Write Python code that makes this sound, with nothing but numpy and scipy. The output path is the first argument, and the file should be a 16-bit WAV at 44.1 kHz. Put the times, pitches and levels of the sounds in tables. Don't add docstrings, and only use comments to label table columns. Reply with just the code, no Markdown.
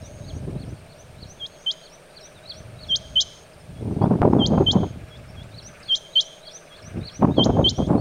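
import sys
import numpy as np
from scipy import signal
from scipy.fft import rfft, irfft
from scipy.io import wavfile
from scipy.ndimage import uniform_filter1d

SR = 44100
rng = np.random.default_rng(int(sys.argv[2]) if len(sys.argv) > 2 else 0)


def transcribe(u):
    v = np.clip(np.atleast_2d(u).T, -1, 1)
    q = np.round(v * 32767).astype(np.int16)
    wavfile.write(sys.argv[1], SR, q)


N = 353152
TIME = np.arange(N) / SR

# whip t/s, kind (row of NOTE_KINDS), level/dB, pitch ratio, rasp/dB, top of whip/dB
QUAIL_NOTES = [(1.4637, 0, -28, 1.024, -21, -8), (1.7127, 1, -18, 1, -16, 0.5),
               (2.9573, 0, -15.5, 1.002, -17, 6.5), (3.2073, 1, -12, 0.99, -3.5, 5.5),
               (4.4617, 0, -19.5, 1.001, -11.5, 3.5), (4.7144, 1, -13.5, 1.002, -13, 2.5),
               (5.9546, 0, -14, 1.0, -11, -7.5), (6.2059, 1, -11, 1, -13.5, -2.5),
               (7.4403, 0, -16.5, 1, -11.5, 0), (7.6921, 1, -12.5, 1.003, -11.5, -2)]
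FAR_QUAIL_NOTES = [(3.815, 2, -57, 1.0, -14, -4), (4.066, 2, -53, 1.0, -7, -8),
                   (5.172, 2, -46.5, 1.0, -15, 0), (5.431, 2, -46, 0.99, -13, 0),
                   (6.517, 2, -44.5, 0.99, -16, -6), (6.769, 2, -46, 1.0, -20, 1),
                   (7.866, 2, -43.5, 0.97, -20, 1)]
# start before whip/s, attack/s, attack curve (over 1 = slow start),
# lowest pitch before whip/s, lowest f/Hz and top f/Hz at pitch ratio 1, end after whip/s
NOTE_KINDS = [(.081, .056, 2.1, .031, 3125, 6600, .022), (.0518, .015, .9, .043, 3072, 6500, .017),
              (.075, .035, 1.3, .042, 3300, 7600, .036)]
# t from main slur/s, length/s, nominal start f/Hz, middle f/Hz, end f/Hz,
# level/dB, part (0 falling, 1 rising)
WARBLER_SYLLABLES = [(-.078, .022, 3600, 3720, 3800, -15, 0), (-.055, .022, 4000, 4000, 3750, -11, 0),
                     (-.038, .026, 4400, 4350, 4050, -7, 0), (-.018, .031, 4800, 4480, 3700, 0, 0),
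                     (.003, .022, 4050, 3480, 3080, -9, 0), (.028, .022, 5850, 5500, 4500, -7, 1),
                     (.042, .058, 5500, 5740, 6480, -1, 1), (.066, .047, 3950, 3850, 3000, -13, 1)]
# t/s, falling part level/dB, rising part level/dB
WARBLER_PHRASES = [(-.02, -50, -44.5), (0.289, -40, -50.5), (0.621, -44, -53), (0.926, -49, -47.5),
                   (1.231, -42, -46), (1.544, -50, -51), (1.86, -41, -45.5), (2.173, -42, -41),
                   (2.503, -31.5, -43), (2.835, -37.5, -44), (5.588, -38, -39.5), (5.885, -37, -35.5),
                   (6.179, -34, -43.5), (6.478, -36.5, -39), (6.787, -44, -40), (7.08, -31.5, -43.5),
                   (7.388, -36.5, -48.5), (7.694, -34, -40.5)]
# t/s, length/s, start f/Hz, end f/Hz, level/dB
CLEAR_CHIRPS = [(.016, .059, 4200, 3400, -53), (2.197, .059, 4380, 3500, -50),
                (2.342, .058, 4150, 3300, -51), (3.53, .014, 5530, 4400, -52), (3.59, .04, 5600, 4900, -57),
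                (4.015, .026, 4000, 5200, -49), (4.32, .02, 5600, 4900, -55),
                (5.276, .046, 5200, 5650, -54), (5.8, .008, 8300, 7100, -51),
                (5.827, .013, 5600, 3900, -41.5), (7.305, .035, 3620, 3780, -49),
                (7.972, .04, 4200, 4600, -47)]
TRILL_ENDS_S = [.397, 1.872, 3.445, 4.92, 6.408, 7.88]
# t/s, level/dB
CHORUS_LEVEL = [(0.0, -63), (0.76, -63), (1.2, -68), (1.85, -64), (3.92, -64), (4.41, -69), (5.19, -69),
                (5.81, -63), (7.08, -65), (7.22, -71), (7.44, -72), (7.64, -71), (7.84, -64), (8.0, -63)]
# f/Hz, width/Hz, relative level/dB, mean pulse rate/(1/s)
CHORUS_BANDS = [(8990, 270, -3, 117), (8470, 520, -4, 117), (9290, 610, -11, 119)]
# hold start t/s, hold end t/s, level/dB, time to rise 20 dB/s, time to fall 20 dB/s
GUST_HOLDS = [(0, .03, -38, .1, .07), (.44, .6, -30.5, .48, .3), (.7, .74, -35, .1, .07),
              (1.17, 1.21, -41, .3, .35), (2.7, 3.08, -41.5, .5, .45), (3.7, 3.8, -39, .15, .1),
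              (3.9, 3.97, -27, .25, .1), (4.02, 4.62, -20, .06, .26), (4.745, 4.84, -18.5, .05, .065),
              (4.95, 4.98, -34, .1, .16), (5.22, 5.45, -39.5, .2, .55), (6.85, 6.93, -42, .12, .1),
              (6.98, 7.0, -25.5, .07, .1), (7.225, 7.29, -19, .04, .15), (7.385, 7.63, -19.5, .04, .17),
              (7.795, 7.815, -20.5, .04, .14), (7.9, 8.01, -19, .08, .1)]
# t/s, length/s, level/dB
BUFFET_BURSTS = [(4.015, .045, -27), (4.1, .015, -34), (4.223, .018, -20), (4.25, .012, -26.5),
                 (4.328, .008, -27), (4.408, .012, -31), (4.533, .006, -28), (4.578, .01, -22),
                 (4.613, .008, -27), (4.733, .012, -31), (4.832, .012, -31), (7.222, .03, -22.5),
                 (7.38, .02, -27), (7.455, .05, -27), (7.567, .05, -27.5), (7.783, .02, -34),
                 (7.889, .06, -30)]
# f/Hz, relative density/dB per Hz
BREEZE_SPECTRUM = [(12, -45), (20, -39), (50, 7), (113, 10), (145, 6.5), (178, 0), (282, -13), (380, -50),
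                   (450, -27.5), (580, -30), (990, -120)]
# f/Hz, relative density/dB per Hz
GUST_SPECTRUM = [(12, -29), (20, -42), (59, -28.5), (106, -1.5), (170, 2.5), (250, 0.5), (288, -2),
                 (407, -5.5), (489, -11), (664, -12), (920, -18.5), (1220, -28.5), (2040, -50),
                 (2600, -52.5), (3380, -66), (5720, -120)]
# t/s, pressure scale
EDDY_SLAPS = [(4.043, .5), (4.278, 1), (4.3357, .9), (4.3667, .87), (4.611, .9), (7.237, .5), (7.3834, 1),
              (7.396, .8), (7.613, .7), (7.804, .5)]
# t/s, signed pressure scale, decay constant/s
SHARP_CRACK = (4.2185, -1.15, .0003)
# f/Hz, density/dB per Hz
AIR_SPECTRUM = [(25, -75.5), (60, -82.5), (160, -89), (250, -86.5), (440, -78.5), (720, -82), (1020, -88.5),
                (2000, -93), (2900, -93), (5200, -99), (7400, -103), (10000, -106.5), (12500, -109),
                (15500, -111.5)]
# f/Hz, width/Hz, relative level/dB, mean pulse rate/(1/s), pulse depth/dB
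RUSH_VOICES = [(1240, 190, -6, 13, 5), (1580, 330, -2, 13, 2.5), (2370, 580, -3.5, 18, 6.5)]
# t/s, half length/s, added level/dB
RUSH_HUMPS = [(2.6, .6, 4), (5.2, .5, 5), (5.8, .12, 10), (6.95, .4, 9)]
# t/s, half length/s, added level/dB
HUM_HUMPS = [(0, .5, 6.5), (2.75, .5, 4.5), (6.4, .35, 3)]

SCOOP_HZ_PER_S2, WHIP_MIDDLE_S, WHIP_S = 200000, .0036, .0025
LOSS_DB_PER_OCTAVE, NOTE_RELEASE_S = -18, .011
ONSET_SHARP_HZ, ONSET_SETTLE_S = 400, .002
RASP_DB, RASP_DELAY_S, RASP_WIDTH_S = -8.5, .01, .012
CRICKET_HZ, STROKES_PER_S = 6500, 129
TRILL_S, TRILL_DB, SWELL_S = .63, -58.5, .36
HARD_DB, FINE_DB, FINE_GROWTH = -18, -36, 1.8
BUFFET_ATTACK_S, BUFFET_DECAY_S = .003, .007
THUMP_DB = 6.5
SLAP_WIDTH_S = .0005
CUTOFF_HZ = 15800


def quail(notes, second_db, fourth_db, waver, tone_db=.4, top_gain_db=2.5,
          strained_second_db=16.0, break_db=4.5, rasp_spacing_hz=1020):
    out = np.zeros(N)
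    rasp_band = signal.ellip(6, 1, 60, [3000, 7150], "band", fs=SR, output="sos")
    hiss = signal.sosfilt(rasp_band, rng.standard_normal(N))
    hiss = rms_one(hiss + np.roll(hiss, int(SR / rasp_spacing_hz)))
    wobble, flutter = drift(190), drift(200)
    for s, kind, level_db, ratio, rasp_db, top_db in notes:
        lead_s, attack_s, curve, dip_s, low_hz, top_hz, end_s = NOTE_KINDS[round(kind)]
        near = np.abs(TIME - s) < .1
        t = TIME[near] - s
        onset_hz = ONSET_SHARP_HZ * np.exp(-np.maximum(t + lead_s, 0) / ONSET_SETTLE_S)
        scoop_hz = low_hz + SCOOP_HZ_PER_S2 * (t + dip_s) ** 2 + onset_hz
        climb = 1 / (1 + np.exp(-(t - WHIP_MIDDLE_S) / WHIP_S))
        strain = np.minimum(2 * climb, 1)
        pitch_hz = (scoop_hz + (top_hz - scoop_hz) * climb) * ratio * (1 + waver * wobble[near])
        phase = 2 * np.pi * np.cumsum(pitch_hz) / SR
        second = from_db(second_db + strained_second_db * strain * (1 - climb)) * np.sin(2 * phase)
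        fourth = from_db(fourth_db) * np.sin(4 * phase) * (1 - strain)
        tone = np.sin(phase) + second + fourth
        attack = np.sin(np.pi / 2 * np.clip((t + lead_s) / attack_s, 0, 1)) ** curve
        release = np.clip((end_s - t) / NOTE_RELEASE_S, 0, 1)
        loss_db = LOSS_DB_PER_OCTAVE * np.log2(pitch_hz / (low_hz * ratio))
        whip_db = top_gain_db * climb ** 2 + strain * (top_db + break_db * flutter[near])
        tone = tone * attack * release * from_db(loss_db + whip_db)
        rasp_swell = np.exp(-((t - RASP_DELAY_S) / RASP_WIDTH_S) ** 2)
        rasp = hiss[near] * from_db(RASP_DB + rasp_db) * rasp_swell
        out[near] += from_db(level_db) * (from_db(tone_db) * tone + rasp)
    return out


def meadow(x, scatter_db, t60_s, bush_db, bush_s, blade_hz):
    t = TIME[:SR]
    tail = from_db(scatter_db - 60 * t / t60_s) * (1 - np.exp(-t / .0016))
    bushes = from_db(bush_db) * np.exp(-((t - bush_s) / .082) ** 2)
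    echoes = rng.standard_normal(SR) * (tail + bushes) / np.sqrt(SR / 10)
    echoes = signal.sosfilt(signal.butter(2, blade_hz, "high", fs=SR, output="sos"), echoes)
    return x + signal.fftconvolve(x, echoes)[:N]


def warbler(variation=.01, spread_db=2.5):
    out = np.zeros(N)
    for s, *part_db in WARBLER_PHRASES:
        for offset_s, length_s, start_hz, middle_hz, end_hz, db, part in WARBLER_SYLLABLES:
            u = np.linspace(0, 1, int(length_s * SR))
            curve = np.polyfit([0, .5, 1], [start_hz, middle_hz, end_hz], 2)
            hz = np.polyval(curve, u) * (1 + variation * rng.normal())
            gain = from_db(part_db[round(part)] + db + spread_db * rng.normal())
            swell = np.abs(np.sin(np.pi * u ** 1.76))
            add(out, s + offset_s, gain * swell * np.sin(2 * np.pi * np.cumsum(hz) / SR))
    return out


def far_chirps(level_db=-59.5, spread_db=3.5, count=170):
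    out = np.zeros(N)
    for s, length_s, start_hz, end_hz, db in CLEAR_CHIRPS:
        add(out, s, from_db(db) * chirp(length_s, start_hz, end_hz))
    for when, pitch, length, fall, size in rng.random((count, 5)):
        hz = 4000 + 2100 * pitch
        gain = from_db(level_db + spread_db * (2 * size - 2.5))
        add(out, when * N / SR, gain * chirp(.012 + .041 * length, hz, hz * (1 - .25 * fall)))
    return out


def chirp(length_s, start_hz, end_hz):
    u = np.linspace(0, 1, max(int(length_s * SR), 2))
    hz = start_hz + (end_hz - start_hz) * u
    return np.sin(np.pi * u) * np.sin(2 * np.pi * np.cumsum(hz) / SR)


def cricket(sweep_hz=170, start_db=-13):
    stroke = np.cumsum(STROKES_PER_S * (1 + .014 * drift(6.9))) / SR % 1
    pitch_hz = CRICKET_HZ + sweep_hz * (1 - 2 * stroke) + 55 * drift(150)
    tone = np.sin(np.pi * stroke) ** 2 * np.sin(2 * np.pi * np.cumsum(pitch_hz) / SR)
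    level = np.zeros(N)
    for end_s in TRILL_ENDS_S:
        start_s = end_s - TRILL_S
        swell_db = start_db * np.clip(1 - (TIME - start_s) / SWELL_S, 0, 1)
        level += from_db(TRILL_DB + swell_db) * (TIME > start_s) * (TIME < end_s)
    return rms_one(tone) * uniform_filter1d(level, size=300)


def chorus(depth=.75):
    voices = np.zeros(N)
    for hz, width_hz, db, pulses_per_s in CHORUS_BANDS:
        rate = pulses_per_s * (1 + .018 * drift(4))
        pulses = 1 + depth * np.sin(2 * np.pi * np.cumsum(rate) / SR)
        voices += from_db(db) * rms_one(narrow_noise(hz, width_hz) * pulses)
    return voices * from_db(in_time(CHORUS_LEVEL)[0])


def wind(lumps_db=3.5, fine_lumps_db=4.5, split_hz=650, unsteady_db=4.0, unsteady_per_s=18):
    gust_power = np.zeros(N)
    for start_s, end_s, db, rise_s, fall_s in GUST_HOLDS:
        outside = np.maximum((start_s - TIME) / rise_s, (TIME - end_s) / fall_s)
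        gust_power += from_db(db - 20 * np.maximum(outside, 0)) ** 2
    level_db = 10 * np.log10(gust_power + 1e-12) + unsteady_db * np.tanh(drift(unsteady_per_s))
    bursts = np.zeros(N)
    for s, length_s, db in BUFFET_BURSTS:
        attack = np.clip((TIME - s) / BUFFET_ATTACK_S + 1, 0, 1)
        decay = np.exp(-np.maximum(TIME - s - length_s, 0) / BUFFET_DECAY_S)
        bursts += from_db(db) * attack * decay
    hard = np.clip((level_db + 40) / 23, .1, 1) ** 1.5
    eddies, gust = drift(70), coloured(GUST_SPECTRUM)
    coarse = signal.sosfiltfilt(signal.butter(4, split_hz, fs=SR, output="sos"), gust)
    breeze = rms_one(coloured(BREEZE_SPECTRUM))
    rumble = np.sqrt(hard) * rms_one(coarse) + np.sqrt(1 - hard) * breeze
    rumble = evened(rumble * from_db(lumps_db * eddies), .05)
    rumble = rumble * np.hypot(from_db(level_db), from_db(THUMP_DB) * bursts)
    fine_gain = from_db(FINE_DB + FINE_GROWTH * (level_db - HARD_DB))
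    flutter = evened((gust - coarse) * from_db(fine_lumps_db * eddies), .03)
    flutter = flutter * np.hypot(fine_gain, bursts)
    return signal.sosfilt(signal.butter(2, 50, "high", fs=SR, output="sos"), rumble + flutter)


def slaps():
    out, t = np.zeros(N), TIME[:SR // 50] - 1 / 100
    u = t / SLAP_WIDTH_S
    pulse = np.exp(-u ** 2) - np.exp(-(u / 4) ** 2) / 4
    for s, pressure in EDDY_SLAPS:
        add(out, s + t[0], pressure * pulse)
    s, pressure, decay_s = SHARP_CRACK
    add(out, s + t[0], pressure * uniform_filter1d(np.exp(-np.abs(t / decay_s)), size=2))
    return out


def field(hum_hz=615, hum_width_hz=80, hum_db=-54.5,
          drone_hz=160, drone_width_hz=45, drone_db=-58, rush_db=-63):
    rush = np.zeros(N)
    for hz, width_hz, db, pulses_per_s, depth_db in RUSH_VOICES:
        rush += from_db(db + depth_db * pulsing(pulses_per_s)) * narrow_noise(hz, width_hz)
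    rush = rush * from_db(rush_db + swells(RUSH_HUMPS))
    hum = narrow_noise(hum_hz, hum_width_hz) * from_db(hum_db + swells(HUM_HUMPS))
    drone = from_db(drone_db) * evened(narrow_noise(drone_hz, drone_width_hz), .08)
    return coloured(AIR_SPECTRUM) + rush + hum + drone


def pulsing(rate_per_s):
    return np.sin(2 * np.pi * np.cumsum(rate_per_s * (1 + .15 * drift(3.8))) / SR)


def swells(rows):
    return sum(db * np.exp(-((TIME - s) / half_s) ** 2) for s, half_s, db in rows)


def coloured(spectrum):
    hz, db = np.transpose(spectrum)
    f = np.arange(N // 2 + 1) * SR / N + 1
    gain = from_db(np.interp(np.log(f), np.log(hz), db))
    return irfft(rfft(rng.standard_normal(N)) * gain, N) * np.sqrt(SR / 2)


def narrow_noise(hz, width_hz):
    return rms_one(band(rng.standard_normal(N), hz - width_hz / 2, hz + width_hz / 2))


def band(x, low_hz, high_hz, order=2):
    edges_hz = [low_hz, min(high_hz, SR / 2 - 10)]
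    return signal.sosfilt(signal.butter(order, edges_hz, "band", fs=SR, output="sos"), x)


def drift(rate_hz):
    f = np.arange(N // 2 + 1) * SR / N
    return rms_one(irfft(rfft(rng.standard_normal(N)) / (1 + (f / rate_hz) ** 2), N))


def evened(x, span_s):
    return x / np.sqrt(uniform_filter1d(x * x, max(int(span_s * SR), 2)) + 1e-20)


def rms_one(x):
    return x / np.sqrt(np.mean(x ** 2) + 1e-20)


def from_db(db):
    return 10 ** (np.asarray(db) / 20)


def in_time(rows, t=TIME):
    s, *columns = np.transpose(rows)
    return [np.interp(t, s, c) for c in columns]


def add(out, s, sound):
    i = int(round(s * SR))
    a, b = max(i, 0), min(i + len(sound), N)
    if b > a:
        out[a:b] += sound[a - i:b - i]


def scene():
    near = quail(QUAIL_NOTES, second_db=-41, fourth_db=-54, waver=.002)
    near = meadow(near, scatter_db=-18, t60_s=.64, bush_db=-25.5, bush_s=.11, blade_hz=4250)
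    far = quail(FAR_QUAIL_NOTES, second_db=-41, fourth_db=-53, waver=.004)
    far = far + warbler() + far_chirps()
    far = meadow(far, scatter_db=-1.5, t60_s=.33, bush_db=-28, bush_s=.3, blade_hz=2800)
    insects = cricket() + chorus()
    return (near + far + insects + wind() + slaps() + field())[None]


def record(dry):
    rounded = dry / (1 + dry ** 6) ** (1 / 6)
    return signal.sosfilt(signal.ellip(12, .1, 90, CUTOFF_HZ, fs=SR, output="sos"), rounded)


dry = scene()
out = record(dry)
transcribe(out)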